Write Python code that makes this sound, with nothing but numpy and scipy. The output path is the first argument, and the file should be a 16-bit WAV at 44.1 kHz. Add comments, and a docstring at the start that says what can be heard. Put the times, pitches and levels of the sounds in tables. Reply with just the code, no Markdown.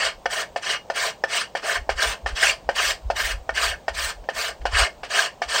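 """Outdoors, close to a small camera: a hand-held steel scraper on a wooden stave clamped on a trestle.
Distant ambience (shaped noise) runs throughout; wind puffs (low noise swelling and fading) buffet the microphone.
It opens with the edge already in the wood: noise for the tearing fibres, also driving the body modes.
Then, about three times a second, the blade lands (thud, decaying modes, skid), twice just after a faint touch,
and pulls another stroke; in most, the edge catches on hard grain, a pitched chatter of a few milliseconds."""
import sys
import numpy as np
from scipy import signal
from scipy.fft import rfft, irfft, next_fast_len
from scipy.io import wavfile
from scipy.ndimage import uniform_filter1d, map_coordinates

SR = 44100
rng = np.random.default_rng(int(sys.argv[2]) if len(sys.argv) > 2 else 0)


def transcribe(signal):
    """Save signal, clipped to [-1, 1], as a 16-bit WAV file at the path in sys.argv[1]."""
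    frames = np.atleast_2d(signal).T
    limited = np.clip(frames, -1, 1)
    pcm = np.round(limited * 32767).astype(np.int16)
    wavfile.write(sys.argv[1], SR, pcm)


def volts_from_decibels(level):
    """Turn decibel levels (scalar or array-like) into linear amplitude factors."""
    exponent = np.asarray(level, float) / 20
    return 10 ** exponent


N = 246959

# modes of stave and blade together: f/Hz, width/Hz, relative level/dB when scraped, the same when struck
BODY_MODES = [(438, 40.5, -9.5, -55), (554, 62, -6.5, 6), (666, 81.5, -3, 6.5), (878, 115, -14, -35),
              (1029, 61, -7, -21), (1226, 102, -7.5, -6), (1476.5, 120, -7, 3.5), (1600, 71, -2.5, -31),
              (1777, 99, -2.5, 4.5), (2206, 80, -7, -26), (2327, 64, -10.5, -12), (2610, 208, -9.5, -4),
              (2780, 135, -7, -24), (2870, 110, -4, -13), (3248, 115, -10, -10), (3740, 70, -41.5, -46),
              (4174, 98, -16, -44), (4590, 139, -11.5, -33), (5167, 454, -18, 2), (5965, 130, -17.5, -18)]
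# colour of tearing fibres as the camera's microphone hears it: f/Hz, relative density level/dB
FIBRE_COLOUR_AT_MIC = [(150, -43), (250, -15), (476, -9.5), (663, -2), (891, -2.5), (1380, -2.5),
                       (1610, -2.5), (1990, -6.5), (2760, -8.5), (3470, -8), (6950, -14.5), (8870, -15),
                       (10200, -36.5), (16000, -29)]


def along(points, hz):
    """(f/Hz, level/dB) points read on a log frequency axis, as gain."""
    f, level_db = np.transpose(points)
    return volts_from_decibels(np.interp(np.log(hz + 1), np.log(f + 1), level_db))


def unit(x):
    """Scaled to rms 1."""
    return x / np.sqrt(np.mean(x ** 2) + 1e-20)


def filtered(x, response):
    """x times a complex response of frequency."""
    m = next_fast_len(N + SR // 2)
    spectrum = rfft(x, m) * response(np.fft.rfftfreq(m, 1 / SR))
    return irfft(spectrum, m)[:N]


def wobble(rate):
    """A smooth random curve, rate knots a second."""
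    knots = rng.standard_normal(int(N * rate / SR) + 4)
    return map_coordinates(knots, [np.arange(N) * rate / SR])


def coloured_at_random(x, depth_db, bins, frames):
    """Random gain patches, bins by frames wide, in a short-time spectrum (frames 2.9 ms apart)."""
    z = signal.stft(x, nperseg=256)[2]
    across_hz = uniform_filter1d(rng.standard_normal(z.shape), size=bins, axis=0)
    field = uniform_filter1d(across_hz, size=frames, axis=1)
    return signal.istft(z * volts_from_decibels(depth_db * unit(field)), nperseg=256)[1][:N]


def patchy(x, depth_db):
    """Small, quick patches of gain over time and frequency: the colour keeps shifting."""
    return coloured_at_random(x, depth_db, bins=2, frames=5)


def wandering(x, depth_db):
    """Broad colour shifts over about a tenth of a second, as the blade travels along the stave."""
    return coloured_at_random(x, depth_db, bins=4, frames=30)


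def ambience():
    """Faint, steady distant outdoor noise."""
    # colour as the camera's microphone hears it: f/Hz, relative density level/dB
    distant_colour = [(40, -30), (90, -8), (165, -5.5), (280, -10), (400, -7.5), (620, -1), (950, -8),
                      (1350, -19.5), (1800, -23.5), (3000, -23.5), (5000, -26.5), (7000, -28), (8800, -31),
                      (10200, -51), (16000, -32), (16300, -57)]
    noise = patchy(rng.standard_normal(N), depth_db=1.5)
    return volts_from_decibels(-47.5) * unit(filtered(noise, lambda f: along(distant_colour, f)))


def wind():
    """Puffs of wind on the microphone: low-frequency flutter that swells and fades with each puff."""
    # puffs: t/s, level/dB at the height, length/ms within 6 dB of the height
    puffs = [(0.07, -46, 40), (0.18, -44, 50), (0.292, -49, 45), (0.52, -54, 35), (1.801, -28.5, 46),
             (1.94, -29.5, 75), (2.092, -30, 57), (2.262, -30, 40), (2.331, -26.5, 33), (2.5, -44, 112),
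             (2.678, -41, 82), (2.82, -51, 110), (2.91, -37, 73), (3.065, -26.5, 45), (3.152, -34.5, 50),
             (3.249, -31.5, 45), (3.338, -29.5, 57), (3.388, -31, 50), (3.53, -39, 70), (3.69, -32, 98),
             (3.92, -37, 40), (3.98, -36, 50), (4.058, -34, 55), (4.2, -35.5, 60), (4.38, -47, 50),
             (4.51, -50, 70), (4.622, -26, 32), (4.68, -32.5, 60), (4.75, -20, 40), (4.818, -19, 34),
             (5.0, -52, 120), (5.488, -41, 42)]
    # flutter as the camera's microphone hears it: f/Hz, relative density level/dB
    flutter_colour = [(12, -36), (20, -4), (38, 0), (59, 3), (73, -6), (130, -40), (170, -57.5),
                      (290, -120)]
    calm_db, evenness = -59, 0.49  # evenness: how far the flutter keeps a steady size, 0-1
    t = np.arange(N) / SR
    strength = volts_from_decibels(calm_db)
    for s, db, ms in puffs:
        half_lengths = 2000 * (t - s) / ms
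        strength = strength + volts_from_decibels(db - 6 * half_lengths ** 2)
    flutter = filtered(rng.standard_normal(N), lambda f: along(flutter_colour, f))
    size = np.sqrt(np.abs(uniform_filter1d(flutter ** 2, size=SR // 40))) + 1e-9
    return strength * unit(flutter / size ** evenness)


def surroundings(x):
    """Trestle, ground and trees send back a short, weak smear: x convolved with decaying noise."""
    t = np.arange(SR // 3) / SR
    tail = rng.standard_normal(len(t)) * volts_from_decibels(-60 * t / 0.17)  # falls 60 dB in 0.17 s
    delayed = np.pad(x, (150, 0))  # 150 samples, 3.4 ms
    return signal.fftconvolve(delayed, tail / np.linalg.norm(tail))[:N]


def tearing(spread_db, lumps_db):
    """Dense fibre breaks of uneven size, in clumps a few milliseconds long."""
    unevenness = np.minimum(rng.exponential(size=N), 4)
    breaks = rng.standard_normal(N) * volts_from_decibels(spread_db * unevenness)
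    return breaks * volts_from_decibels(lumps_db * wobble(180))


def scraped(f):
    """Response of the body modes to a steady stream of small forces: resonances of alternating sign."""
    total = 0
    for k, (centre, width, db, _) in enumerate(BODY_MODES):
        resonance = 1j * f * width / (centre * centre - f * f + 1j * f * width)
        total = total + (-1) ** k * volts_from_decibels(db) * resonance
    return total


def landings():
    """The blade lands on the wood with thud, ring and skid; two faint touches come just before landings."""
    # t/s, relative thud level/dB, relative ring level/dB, relative skid level/dB, skid length/s
    touches_and_landings = [(0.257, -6.5, -18.5, -31, 0.0092), (0.56, -11.5, -27, -33, 0.023),
                            (0.9, -8, -20.5, -34, 0.017), (1.238, -7, -17, -35, 0.014),
                            (1.551, -10, -22, -34, 0.035), (1.892, -5.5, -20, -29, 0.027),
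                            (2.261, -11, -19.5, -33.5, 0.041), (2.69, -4.5, -17.5, -36, 0.026),
                            (3.101, -6.5, -24.5, -35.5, 0.018), (3.492, -9, -18.5, -39.5, 0.013),
                            (3.881, -8.5, -19, -32, 0.018), (4.238, -42, -56, -53, 0.011),
                            (4.288, -9.5, -22.5, -36, 0.022), (4.613, -45, -60.5, -52, 0.0133),
                            (4.654, -4.5, -20, -31.5, 0.025), (5.032, -17, -30, -36.5, 0.0286),
                            (5.418, -11, -19.5, -32.5, 0.028)]
    struck, skid = np.zeros(N + SR), np.zeros(N + SR)
    t = np.arange(SR // 5) / SR
    hz, width, _, struck_db = np.transpose(BODY_MODES)[:, :, None]
    for s, thud_db, ring_db, skid_db, skid_s in touches_and_landings:
        chance_db = rng.normal(0, 2.5, hz.shape)
        level_db = struck_db + np.where(hz < 1100, thud_db - 15, ring_db + 1.0) + chance_db
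        pitch = hz * (1 + rng.normal(0, 0.022, hz.shape))  # the grip and the landing spot change a little
        phase = rng.normal(0, 1.0, hz.shape)
        decay = np.exp(-np.pi * 0.7 * width * t)
        ring = volts_from_decibels(level_db) * decay * np.sin(2 * np.pi * pitch * t + phase)
        onset = 1 - np.exp(-t / 0.0015)
        # the soft blow itself, a few cycles long
        push = volts_from_decibels(thud_db + 10.5) * t / 0.002 * np.exp(-t / 0.0011) * np.sin(2 * np.pi * 760 * t)
        start = round(s * SR)
        struck[start:][:len(t)] += ring.sum(0) * onset + push
        skid_shape = np.exp(-(t / skid_s) ** 1.55) * (1 - np.exp(-t / 0.0035))
        skid[start:][:len(t)] += volts_from_decibels(skid_db) * skid_shape

    def scuff_response(f):
        return along(FIBRE_COLOUR_AT_MIC, f) * f / (f + 2500) / (1 + (f / 9000) ** 2)

    scuff = unit(filtered(tearing(spread_db=1.5, lumps_db=2.5), scuff_response))
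    rattle = unit(filtered(tearing(spread_db=4.5, lumps_db=3.0), scraped))
    return struck[:N] + skid[:N] * (volts_from_decibels(-1) * scuff + volts_from_decibels(7) * rattle)


def catches():
    """The edge catches on hard grain: chatter swells and dies in milliseconds, a pitch and a rough neighbour."""
    # t/s, relative level/dB, chatter f/Hz
    hard_grain = [(0.0274, -3, 1713), (0.428, -11, 1800), (1.333, -7.5, 2870), (1.365, -9, 2940),
                  (2.0218, -3.5, 1636), (2.4306, 3, 1620), (2.467, 1.5, 2684), (2.4942, 3, 2780),
                  (2.8894, -8, 1650), (3.25, -6, 1830), (3.6388, -9, 1720), (4.7506, -16, 1830),
                  (4.802, -12, 1540), (4.8494, -3.5, 2130), (5.1908, 5, 1660), (5.5588, -2, 1600)]
    out, t = np.zeros(N + SR), np.arange(SR // 20) / SR
    for s, db, hz in hard_grain:
        detune, phase = rng.uniform(-0.94, 1, size=2)
        main = np.sin(2 * np.pi * hz * t + 3 * phase)
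        neighbour = 0.66 * np.sin(2 * np.pi * hz * (1 + 0.16 * detune) * t)
        swell = t / 0.0053 * np.exp(-t / 0.0026)
        out[round(s * SR):][:len(t)] += volts_from_decibels(db) * (main + neighbour) * swell
    return out[:N]


def strokes():
    """The edge hisses, louder as the blade speeds up; the deeper it bites, the more it drives the modes."""
    # one row a stroke: edge bites t/s, blade fastest t/s, blade lifts t/s,
    # relative hiss level/dB at full speed, softer at the bite by level/dB
    pulls = [(-0.023, 0.058, 0.09, -28, 6), (0.31, 0.42, 0.42, -31, 1.5), (0.629, 0.711, 0.74, -27.5, 12.5),
             (0.959, 1.07, 1.103, -31.0, 1), (1.292, 1.358, 1.42, -25.5, 13.5),
             (1.627, 1.675, 1.761, -28.5, 19), (1.96, 2.029, 2.127, -25.5, 23),
             (2.359, 2.437, 2.507, -23, 15.5), (2.76, 2.877, 2.915, -24.0, 7),
             (3.167, 3.25, 3.32, -28.5, 5), (3.552, 3.63, 3.709, -26.5, 10.5),
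             (3.951, 4.026, 4.103, -28, 8), (4.347, 4.371, 4.49, -31.0, 11.0),
             (4.713, 4.795, 4.849, -21.5, 22.5), (5.108, 5.199, 5.263, -23.5, 10.5),
             (5.492, 5.544, 5.67, -25.0, 11.5)]
    # how the blade is held, one row a stroke: finest sizzle gain level/dB, upper modes gain level/dB,
    # relative drive of the modes level/dB, loss while slowing down level/dB
    grip = [(-7, 3.5, 3, 6), (2.5, -3.5, 4.5, 4), (-5, 3, 3, 6), (1, -1.2, 4.5, 7.5), (-2.5, 4, 0.5, 6.5),
            (2.5, -3.5, 4, 5.5), (2, 1, 0, 7), (1, 3.5, 2.5, 3.5), (4, 4, -0.5, 5), (6.5, 1.4, 3, 6),
            (3.5, -0.5, 2.5, 5.5), (5, 1, -1.5, 5.5), (6, -0.5, 3, 2.5), (-4, 1, 4, 7), (0, 3.5, 1, 7.5),
            (-1, 4.5, 0, 5)]
    # the edge digs deeper for a moment and drives the modes harder: t/s, extra drive level/dB
    digs = [(0.031, 3.5), (0.331, 5.5), (0.434, 4.5), (0.672, 3), (0.763, 9), (0.993, 2.5), (1.328, 5.5),
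            (1.41, 3), (1.636, 8), (1.777, 7.5), (1.99, 10), (2.042, 5.5), (2.147, 3.5), (2.433, 2),
            (2.791, 6.5), (2.905, 3.5), (3.202, 5.5), (3.574, 8), (3.637, 2), (3.985, 7), (4.395, 4.5),
            (4.447, 4), (4.752, 4), (5.147, 5), (5.195, 2.5), (5.578, 4.5)]
    bite_s, lift_s, dig_s = 45 / 1002, 45 / 530, 0.01  # rise into the bite, fall after the lift, dig spread
    # dB per dB of the stroke's swell: the modes swing less than the hiss, the sizzle more
    wood_follows, sizzle_follows = 0.69, 0.5
    hiss_extra_fall = 0.3  # after the lift the hiss falls further, dB per dB
    t = np.arange(N) / SR

    knots = []  # time, swell, fall after the lift, then the stroke's own settings
    for (bite, fastest, lift, full, soft), (sizzle, upper, wood, fade) in zip(pulls, grip):
        held = (full, sizzle, upper, wood)
        knots += [(bite - bite_s, -soft - 51, 0, *held),
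                  (bite, -soft, 0, *held),
                  (fastest, 0, 0, *held),
                  (lift, -fade, 0, *held),
                  (lift + lift_s, -fade - 45, -45, *held)]
    times, *columns = np.array(knots).T
    curves = [np.interp(t, times, column) for column in columns]
    swell_db, lifted_db, full_db, sizzle_db, upper_db, wood_db = curves
    pressed_db = np.maximum(swell_db, -18)  # below this the edge is leaving the wood and everything fades alike
    dig_db = sum(db * np.exp(-0.5 * ((t - s) / dig_s) ** 2) for s, db in digs)
    grain = volts_from_decibels(1.2 * wobble(45))  # harder and softer growth rings pass under the edge

    fibres = patchy(tearing(spread_db=1.5, lumps_db=0.26), depth_db=4.0)
    hiss = unit(filtered(fibres, lambda f: along(FIBRE_COLOUR_AT_MIC, f) * f / (f + 2500)))
    sizzle = filtered(hiss, lambda f: 1 / (1 + (10000 / (f + 1)) ** 12))  # above 10 kHz
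    hiss = hiss + (volts_from_decibels(sizzle_db + sizzle_follows * pressed_db) - 1) * sizzle
    hiss_db = full_db + swell_db + hiss_extra_fall * lifted_db + 1.5

    force = wandering(patchy(tearing(spread_db=1.5, lumps_db=1.1), depth_db=3.5), depth_db=2.0)
    upper_force = filtered(force, lambda f: 1 / (1 + (2400 / (f + 1)) ** 8))  # above 2.4 kHz
    force = force + (volts_from_decibels(upper_db) - 1) * upper_force
    force = force / np.std(filtered(force, scraped))
    drive_db = full_db + swell_db - (1 - wood_follows) * pressed_db + wood_db + dig_db
    modes = filtered(force * grain * volts_from_decibels(drive_db), scraped)
    return modes + hiss * grain * volts_from_decibels(hiss_db)


def scene():
    """Scraper close by, in front of ambience and wind; the thin stave radiates little bass."""
    contact = strokes() + catches() + landings()
    work = filtered(contact, lambda f: (1j * f / (1j * f + 220)) ** 2)
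    return (work + volts_from_decibels(-10.5) * surroundings(work) + ambience() + wind())[None]


def band_limit(x):
    """A steep low-pass at the top of the band."""
    return signal.sosfilt(signal.butter(12, 16190, fs=SR, output="sos"), x)


def record(dry):
    """The camera's band limit: a gentle roll-off below 30 Hz and a steep one above 15.9 kHz."""
    mix = filtered(dry[0], lambda f: 1j * f / (1j * f + 30) / (1 + (f / 15900) ** 200))[None]
    return band_limit(mix)


dry = scene()
out = record(dry)
transcribe(out)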